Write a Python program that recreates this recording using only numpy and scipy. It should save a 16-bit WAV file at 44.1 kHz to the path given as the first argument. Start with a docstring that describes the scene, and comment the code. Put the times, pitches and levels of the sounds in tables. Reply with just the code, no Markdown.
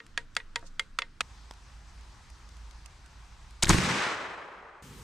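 """A flintlock rifle, tapped on its stock, aimed and fired in a wet woodland heard from three spots in turn.
Each tap excites the damped modes of the wood. The trigger is set, flint strikes steel, the priming flares
and the charge goes off; the trees scatter the report, and absorption takes its treble with distance.
Drips tick on leaves over the hiss of the canopy and a far low drone."""
import sys
import numpy as np
from scipy import signal
from scipy.io import wavfile

SR = 44100
rng = np.random.default_rng(int(sys.argv[2]) if len(sys.argv) > 2 else 0)


def wav_out(sig):
    """Save sig, one row per channel (or a flat mono array), as 16-bit PCM at SR to the path in sys.argv[1]."""
    wavfile.write(sys.argv[1], SR, np.round(np.clip(np.atleast_2d(sig).T, -1, 1) * 32767).astype(np.int16))


N = 222131

# taps on the stock: t/s, level/dB, two pitches favoured by the point struck f/Hz, contact cut-off f/Hz
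TAP_BLOWS = [(0.002, -34, 1800, 450, 3700), (0.1755, -16, 1570, 1810, 11000),
             (0.3655, -14.5, 1310, 3600, 14000), (0.4005, -31, 1910, 2530, 2980),
             (0.558, -17, 1730, 973, 13900), (0.626, -33.5, 690, 300, 1110), (0.641, -38.5, 515, 300, 1100),
             (0.795, -16.5, 2150, 3400, 14100), (0.9875, -15, 1320, 3140, 14000),
             (1.0195, -20.5, 1990, 3130, 5000), (1.2065, -12.5, 2530, 1320, 17000)]
# modes of the tapped stock: f/Hz, level/dB, T60/s
STOCK_MODES = [(185, -23, 0.04), (300, -21.5, 0.039), (450, -23.5, 0.18), (531, -20, 0.12),
               (690, -20.5, 0.067), (929, -17.5, 0.11), (1110, -5.5, 0.017), (1320, -1.5, 0.016),
               (1624, -6, 0.029), (1882, -8, 0.063), (2099, -6, 0.061), (2553, -2.5, 0.023),
               (3360, -2, 0.024), (4500, 4, 0.011), (5440, -7, 0.013), (7040, 8, 0.0046)]
# noise spectrum of a tap: f/Hz, level/dB
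CRACK_SPECTRUM = [(240, -42), (400, -26), (1510, 3.5), (3680, -3), (5820, -12), (8930, -14.5), (11900, -28),
                  (15500, -62)]
# the clearest drips: t/s, peak level/dB, f/Hz
CLEAR_DRIPS = [(0.065, -41.5, 3500), (0.351, -39.5, 7500), (0.593, -49, 6000), (1.521, -49, 5994),
               (2.301, -43, 4900), (2.49, -45, 3920), (2.859, -45.5, 4500)]
# modes of the trigger: f/Hz, level/dB, T60/s
TRIGGER_MODES = [(990, -0.5, 0.0073), (1900, -5, 0.0049), (3400, -4, 0.0045), (5000, -3.5, 0.0052),
                 (7730, -14, 0.0044)]
# flint on steel, clatter of the lock, spurts of the discharge: t/s, level/dB, centre f/Hz
LOCK_BURSTS = [(3.6247, -15.5, 3300), (3.6263, -14.5, 6100), (3.6295, -5.5, 4630), (3.634, -6.5, 7700),
               (3.6386, -17, 2000), (3.6435, -20.5, 3800), (3.6545, -24, 4800), (3.67, -26, 2300),
               (3.6813, -32.5, 7000), (3.6925, -11.5, 7300), (3.694, -8, 6450), (3.6974, -13.5, 1000),
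               (3.7018, -8, 1300), (3.7069, -8, 988)]
# noise spectrum of steel and gas: f/Hz, level/dB
STEEL_SPECTRUM = [(290, -30), (500, -3.5), (1080, -3.5), (1760, -0.5), (2310, -5.5), (2830, -10),
                  (3620, -5.5), (5190, -12), (7780, -11), (9260, -12.5), (15800, -25)]
# low thumps of the lock, the shot and its first echoes: t/s, level/dB, sign, extra level/dB below 120 Hz
LOW_THUMPS = [(3.636, -20.5, -1, 7), (3.6643, -28.5, 1, 16), (3.684, -23.5, -1, -2), (3.6957, -9.5, 1, -9),
              (3.7041, -11, -1, -13), (3.7101, -13, -1, -7.5), (3.7152, -33, 1, 26), (3.7329, -20, -1, 9),
              (3.746, -14, -1, -12), (3.7858, -18.5, 1, -17)]
# modes of a thump: f/Hz, level/dB, T60/s
THUMP_MODES = [(33.3, -13, 0.091), (97, -10.5, .05), (166.6, 2.5, 0.025), (335, -6, 0.055),
               (970, -2, 0.0092)]
# envelope of the echo from the trees: t/s, level/dB
ECHO_ENVELOPE = [(3.7, -22), (3.724, -31), (3.85, -29.5), (4.048, -27), (4.214, -35), (4.492, -44),
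                 (4.82, -51)]
# spectrum of the echo at ECHO_ORIGIN_S: f/Hz, level/dB
ECHO_SPECTRUM = [(180, -50.5), (300, -11), (366, -9.5), (798, -11.5), (974, -6), (1500, -6.5), (1710, -5.5),
                 (6040, -15.5), (8990, -23), (15800, -42.5)]
# extra loss as the echo's path lengthens: f/Hz, loss rate/(dB/s)
ECHO_LOSS = [(300, 4.5), (500, -4), (1000, -4), (2000, 6.5), (4000, 23.5), (8000, 38), (11000, 74.5),
             (15000, 62)]
# spectrum of the boom: f/Hz, level/dB
BOOM_SPECTRUM = [(12, -40), (20, -19.5), (32, -17), (70, 1.5), (130, 5), (203, 7), (500, -24), (650, -50),
                 (1100, -120)]
# envelope of the boom: t/s, level/dB
BOOM_ENVELOPE = [(3.72, -28), (3.79, -31), (3.92, -34.5), (4.0, -45), (4.4, -62.5), (4.82, -74.5)]
# reflections from the nearest trunks: t/s, level/dB
TRUNK_SLAPS = [(3.733, -18.5), (3.742, -26), (3.7841, -15), (3.838, -24)]
# background spectrum, one for each spot: f/Hz, level/dB
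WOODS_SPECTRA = [
    [(14, 14), (22, 10), (32, -6), (70, -8), (125, -14.5), (300, -21), (420, -32), (750, -32.5),
     (1400, -23), (2300, -33), (5000, -36), (9000, -47.5), (11500, -50.5), (15800, -70)],
    [(14, -23.5), (30, -5), (59, -7), (119, -16.5), (203, -25.5), (300, -29), (554, -34.5), (916, -24.5),
     (1700, -29), (2720, -34), (5170, -34), (9040, -45.5), (11500, -51), (15800, -73.5)],
    [(14, -43), (30, -20), (44, -4), (158, -5.5), (380, -21), (469, -16.5), (620, -54), (819, -21.5),
     (1150, -21), (4000, -30), (10400, -33.5), (14500, -34), (15800, -59)],
]
# background at each spot: level/dB
WOODS_LEVELS = [-48, -51.5, -47]
# left-right coherence of the noise: f/Hz, coherence
COHERENCE = [(60, 0.95), (130, 1), (290, 0.93), (640, 0.85), (1410, 0.76), (3100, 0.53), (6820, 0.85),
             (15000, 0.25)]
# balance of the noise: f/Hz, left minus right level/dB
BALANCE = [(60, -1), (2000, 1), (9000, 2)]

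DRONE_HZ, DRONE_WIDTH_HZ, DRONE_DB = 55.2, 5.5, [-92, -50.5, -60]   # level/dB at each spot
FIRST_MOVE_S, SECOND_MOVE_S = 1.219, 4.824   # the listener changes spot
FLASH_S, FLINT_S, DISCHARGE_S, ECHO_ORIGIN_S = 3.623, 3.625, 3.693, 3.78
TIME = np.arange(N) / SR


def from_db(db):
    """Amplitude ratio of a level in dB."""
    return 10 ** (np.asarray(db) / 20)


def unit_rms(x):
    """The signal scaled to rms 1."""
    return x / np.sqrt(np.mean(x ** 2) + 1e-20)


def at_time(envelope):
    """Level in dB at every sample, silent outside the envelope's span."""
    return np.interp(TIME, *np.transpose(envelope), left=-140, right=-140)


def at_hz(points, hz):
    """Interpolation on a logarithmic frequency axis."""
    freqs, values = np.transpose(points)
    return np.interp(np.log(hz), np.log(freqs), values)


def drift(rate_hz):
    """Slow fluctuation of rms 1: low-passed noise, computed every 40th sample."""
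    pole = np.exp(-80 * np.pi * rate_hz / SR)
    slow = signal.lfilter([1], [1, -2 * pole, pole ** 2], rng.standard_normal(N // 40 + 2002))[2000:]
    return np.interp(np.arange(N) / 40, np.arange(len(slow)), unit_rms(slow))


def ring(force, hz, t60):
    """Damped oscillator: a unit impulse starts a decaying sine of amplitude 1."""
    radius, angle = from_db(-60 / (t60 * SR)), 2 * np.pi * hz / SR
    return signal.lfilter([0, np.sin(angle)], [1, -2 * radius * np.cos(angle), radius ** 2], force + 1e-18)


def low_pass(x, hz, order=2):
    """Attenuation above a cut-off frequency."""
    return signal.sosfilt(signal.butter(order, hz, fs=SR, output="sos"), x)


def band_pass(x, hz, ratio):
    """Attenuation outside the band from hz / ratio to hz * ratio."""
    edges = [hz / ratio, min(hz * ratio, .45 * SR)]
    return signal.sosfilt(signal.butter(2, edges, "band", fs=SR, output="sos"), x)


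def pan(db):
    """Left and right gains for a level difference."""
    return from_db([[db / 2], [-db / 2]])


def add(out, start_s, x):
    """Superposition of a short sound on the stereo signal."""
    i = round(start_s * SR)
    out[:, i:i + x.shape[-1]] += x[..., :N - i]


def noise_bands(size):
    """Partly coherent stereo white noise in third octaves: yields centre frequency and band."""
    white = rng.standard_normal((2, 2, size))
    for k, hz in enumerate(16 * 2 ** ((np.arange(30) + 0.5) / 3)):
        mid, side = band_pass(white[k % 2], hz, 2 ** (1 / 6))
        coherence = np.clip(at_hz(COHERENCE, hz), 0, 1)
        band = np.sqrt(1 + coherence) * mid + np.sqrt(1 - coherence) * side * [[1], [-1]]
        yield hz, band * pan(at_hz(BALANCE, hz))


def coloured_noise(spectrum, size):
    """Stereo noise of rms 1, its bands weighted by a spectrum."""
    return unit_rms(sum(from_db(at_hz(spectrum, hz)) * band for hz, band in noise_bands(size)))


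def decay(t60, rise_s):
    """Envelope of a transient: quick rise, exponential decay."""
    t = np.arange(round(1.2 * t60 * SR)) / SR
    return (1 - np.exp(-t / rise_s)) * from_db(-60 * t / t60)


def surge(peak_s, db, rise_db_per_s, fall_db_per_s):
    """Gain that grows exponentially up to a moment and then decays."""
    t = TIME - peak_s
    return from_db(db + np.where(t < 0, rise_db_per_s, -fall_db_per_s) * t)


def spots():
    """Index of the listener's spot at every sample."""
    return np.searchsorted([FIRST_MOVE_S, SECOND_MOVE_S], TIME)


def hush(db):
    """Gain that lowers the background from the fall of the lock until the second move."""
    return from_db(db * (TIME > FLINT_S) * (spots() == 1))


def woods():
    """Canopy hiss and far rumble are broadband noise, coloured by the spot; each band flickers a little."""
    spot, out, gust = spots(), 0, drift(4.2)
    for hz, band in noise_bands(N):
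        colour_db = np.array([at_hz(spectrum, hz) for spectrum in WOODS_SPECTRA])[spot]
        out = out + band * from_db(colour_db + 0.4 * gust + 1.1 * drift(9.7))
    for k in range(3):
        out[:, spot == k] = unit_rms(out[:, spot == k])
    return from_db(WOODS_LEVELS)[spot] * hush(-13.5) * out


def struck_stock(first_hz, second_hz):
    """Modal response to a blow: the point struck favours the modes near two pitches."""
    blow, wood = signal.unit_impulse(SR // 5), 0
    for k, (hz, db, t60) in enumerate(STOCK_MODES):
        chance = rng.normal(0, 1.5)
        nearness = np.exp(-(np.log2([hz / first_hz, hz / second_hz]) / 0.1) ** 2)
        gain = from_db(db + chance + 11.7 * nearness[0] + 11 * nearness[1])
        wood = wood + (-1) ** k * gain * ring(blow, hz * (1 + 0.0081 * chance), t60)
    wood *= 1 - np.exp(-TIME[:len(blow)] / 0.00056)   # contact lasts a millisecond or two
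    return wood / np.abs(wood).max()


def taps():
    """Each impact radiates ringing wood and a noisy crack; harder contact passes more treble."""
    out, crack = np.zeros((2, N)), coloured_noise(CRACK_SPECTRUM, SR)
    direct, ground_echo, snap = decay(0.016, 0.0011), decay(0.16, 0.0035), decay(0.0032, 0.00039)
    for k, (start_s, db, first_hz, second_hz, cutoff_hz) in enumerate(TAP_BLOWS):
        knock = np.tile(struck_stock(first_hz, second_hz), (2, 1))
        for crack_db, shape in ((0.5, direct), (-28, ground_echo)):
            knock[:, :len(shape)] += from_db(crack_db) * shape * crack[:, k * 3000:k * 3000 + len(shape)]
        knock[:, :len(snap)] += from_db(-14.5) * snap * rng.standard_normal((2, len(snap)))
        add(out, start_s, from_db(db) * pan(-1.5) * low_pass(knock, cutoff_hz, order=3))
    return out * (TIME < FIRST_MOVE_S)


def drips(faint_count=6):
    """The impact of a drop is a tick of band-limited noise, its treble damped by wet leaves."""
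    out, shape = np.zeros((2, N)), decay(0.012, 0.00051)
    faint = [(FIRST_MOVE_S + when * (FLINT_S - FIRST_MOVE_S), -50 + 3 * size, 4320)
             for when, size in rng.random((faint_count, 2))]   # scattered while the rifle is aimed
    for start_s, db, hz in CLEAR_DRIPS + faint:
        impact = rng.standard_normal(SR // 20)[:len(shape)] * shape
        tick = low_pass(band_pass(impact, hz, 3.2), 8000)
        add(out, start_s, from_db(db) * tick / np.abs(tick).max() * pan(rng.normal(0, 8.2)))
    return out


def hand_rustle():
    """Friction of a hand shifting on the stock gives a brief, uneven hiss."""
    envelope = surge(0.66, -59.5, rise_db_per_s=250, fall_db_per_s=420) * from_db(6.2 * drift(40))
    return envelope * unit_rms(band_pass(rng.standard_normal((2, N)), 5100, 1.47))


def drone():
    """Noise passed twice through a narrow resonance is heard as a low, wavering note."""
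    t60 = np.log(1000) / (np.pi * DRONE_WIDTH_HZ)
    note = unit_rms(ring(ring(rng.standard_normal(N), DRONE_HZ, t60), DRONE_HZ, t60))
    return note * from_db(DRONE_DB)[spots()] * hush(-19.5)


def trigger():
    """Setting the trigger excites heavily damped modes, heard as a small click."""
    out, impulse = np.zeros((2, N)), signal.unit_impulse(SR // 50)
    click = sum(from_db(db) * ring(impulse, hz, t60) for hz, db, t60 in TRIGGER_MODES)
    add(out, 1.5109, from_db(-24.5) * click / np.abs(click).max())
    return out


def powder(noise):
    """Expanding gas hisses: the priming flares and dies, then the charge vents through the touch hole."""
    out, start = np.zeros((2, N)), round(FLASH_S * SR)
    flash = surge(FLASH_S, -30.5, rise_db_per_s=0, fall_db_per_s=330)
    vent = surge(DISCHARGE_S, -27.5, rise_db_per_s=901, fall_db_per_s=169.5)
    add(out, FLASH_S, noise * (flash + vent)[start:start + noise.shape[1]])
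    return out


def lock_and_slaps(noise):
    """Steel impacts, gas spurts and their reflections are noise bursts, each with the lock plate's ring."""
    out, mid = np.zeros((2, N)), noise.mean(axis=0)
    close = mid + 0.5 * (noise - mid)   # close sources are more coherent left and right
    plate = ring(signal.unit_impulse(SR // 20), hz=2300, t60=0.026)
    slaps = [(start_s, db, 2100) for start_s, db in TRUNK_SLAPS]
    for start_s, db, hz in LOCK_BURSTS + slaps:
        t60 = np.clip(0.0044 * np.exp(-0.056 * db), 0.002, 0.05)   # fainter bursts last longer
        shape = decay(t60, 0.00045)
        offset = round(start_s * SR) - round(FLASH_S * SR) + SR // 5
        broad = close[:, offset:offset + len(shape)]
        narrow = unit_rms(band_pass(broad, hz, 1.45))
        add(out, start_s, from_db(db) * shape * (0.6 * broad + narrow))
        add(out, start_s, from_db(db - 17.5) * plate)
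    return out


def thumps():
    """Low thumps of the lock, the shot and its first echoes: impulses excite damped modes."""
    out = 0
    start_s, thump_db, polarity, low_db = np.transpose(LOW_THUMPS)
    for hz, mode_db, t60 in THUMP_MODES:
        force = np.zeros((2, N))
        uneven = 1 + 0.32 * rng.standard_normal(len(start_s)) * [[1], [-1]]   # left against right
        impulses = np.sign(polarity) * from_db(thump_db + mode_db + low_db * (hz < 120))
        force[:, np.round(start_s * SR).astype(int)] = uneven * impulses
        out = out + ring(force, hz, t60)
    return low_pass(out, 1500)


def report():
    """Trunks scatter the blast into lumpy noise above a boom; air and leaves absorb its treble first."""
    start = round(ECHO_ENVELOPE[0][0] * SR)
    age_s, lumps_db = TIME[start:] - ECHO_ORIGIN_S, drift(37)[start:]
    out, echo, boom, midrange_power = np.zeros((2, N)), 0, 0, 0
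    for hz, band in noise_bands(N - start):
        boom = boom + from_db(at_hz(BOOM_SPECTRUM, hz)) * band * (hz < 600)
        scattered = from_db(at_hz(ECHO_SPECTRUM, hz)) * band * (hz > 200)
        midrange_power += np.mean(scattered ** 2) * (600 < hz < 2500)
        echo = echo + scattered * from_db(lumps_db - at_hz(ECHO_LOSS, hz) * age_s)
    out[:, start:] = echo / np.sqrt(midrange_power) * from_db(at_time(ECHO_ENVELOPE)[start:])
    out[:, start:] += unit_rms(boom) * from_db(at_time(BOOM_ENVELOPE) + 2.2 * drift(33))[start:]
    return out


def scene():
    """Superposition of all sources at the two microphones."""
    out = taps() + hand_rustle() + drips() + trigger()
    steel_and_gas = coloured_noise(STEEL_SPECTRUM, SR // 2)
    out += powder(steel_and_gas) + lock_and_slaps(steel_and_gas) + report()
    return out + woods() + (thumps() + drone()) * pan(-1.5)


def record(dry, port_hz=9320, port_q=3.03, dip_hz=10220, dip_q=3.05, cutoff_hz=16400):
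    """The microphone port's resonance lifts, then drops the treble; peaks saturate and the top is cut."""
    dip, port = 2 * SR * np.tan(np.pi * np.array([dip_hz, port_hz]) / SR)
    antiresonance = [dip ** -2, 1 / (dip * dip_q), 1]
    resonance = [port ** -2, 1 / (port * port_q), 1]
    heard = signal.lfilter(*signal.bilinear(antiresonance, resonance, SR), dry)
    rounded = 0.64 * np.tanh(heard / 0.75)
    return signal.sosfilt(signal.cheby2(12, 70, cutoff_hz, fs=SR, output="sos"), rounded)


dry = scene()
out = record(dry)
wav_out(out)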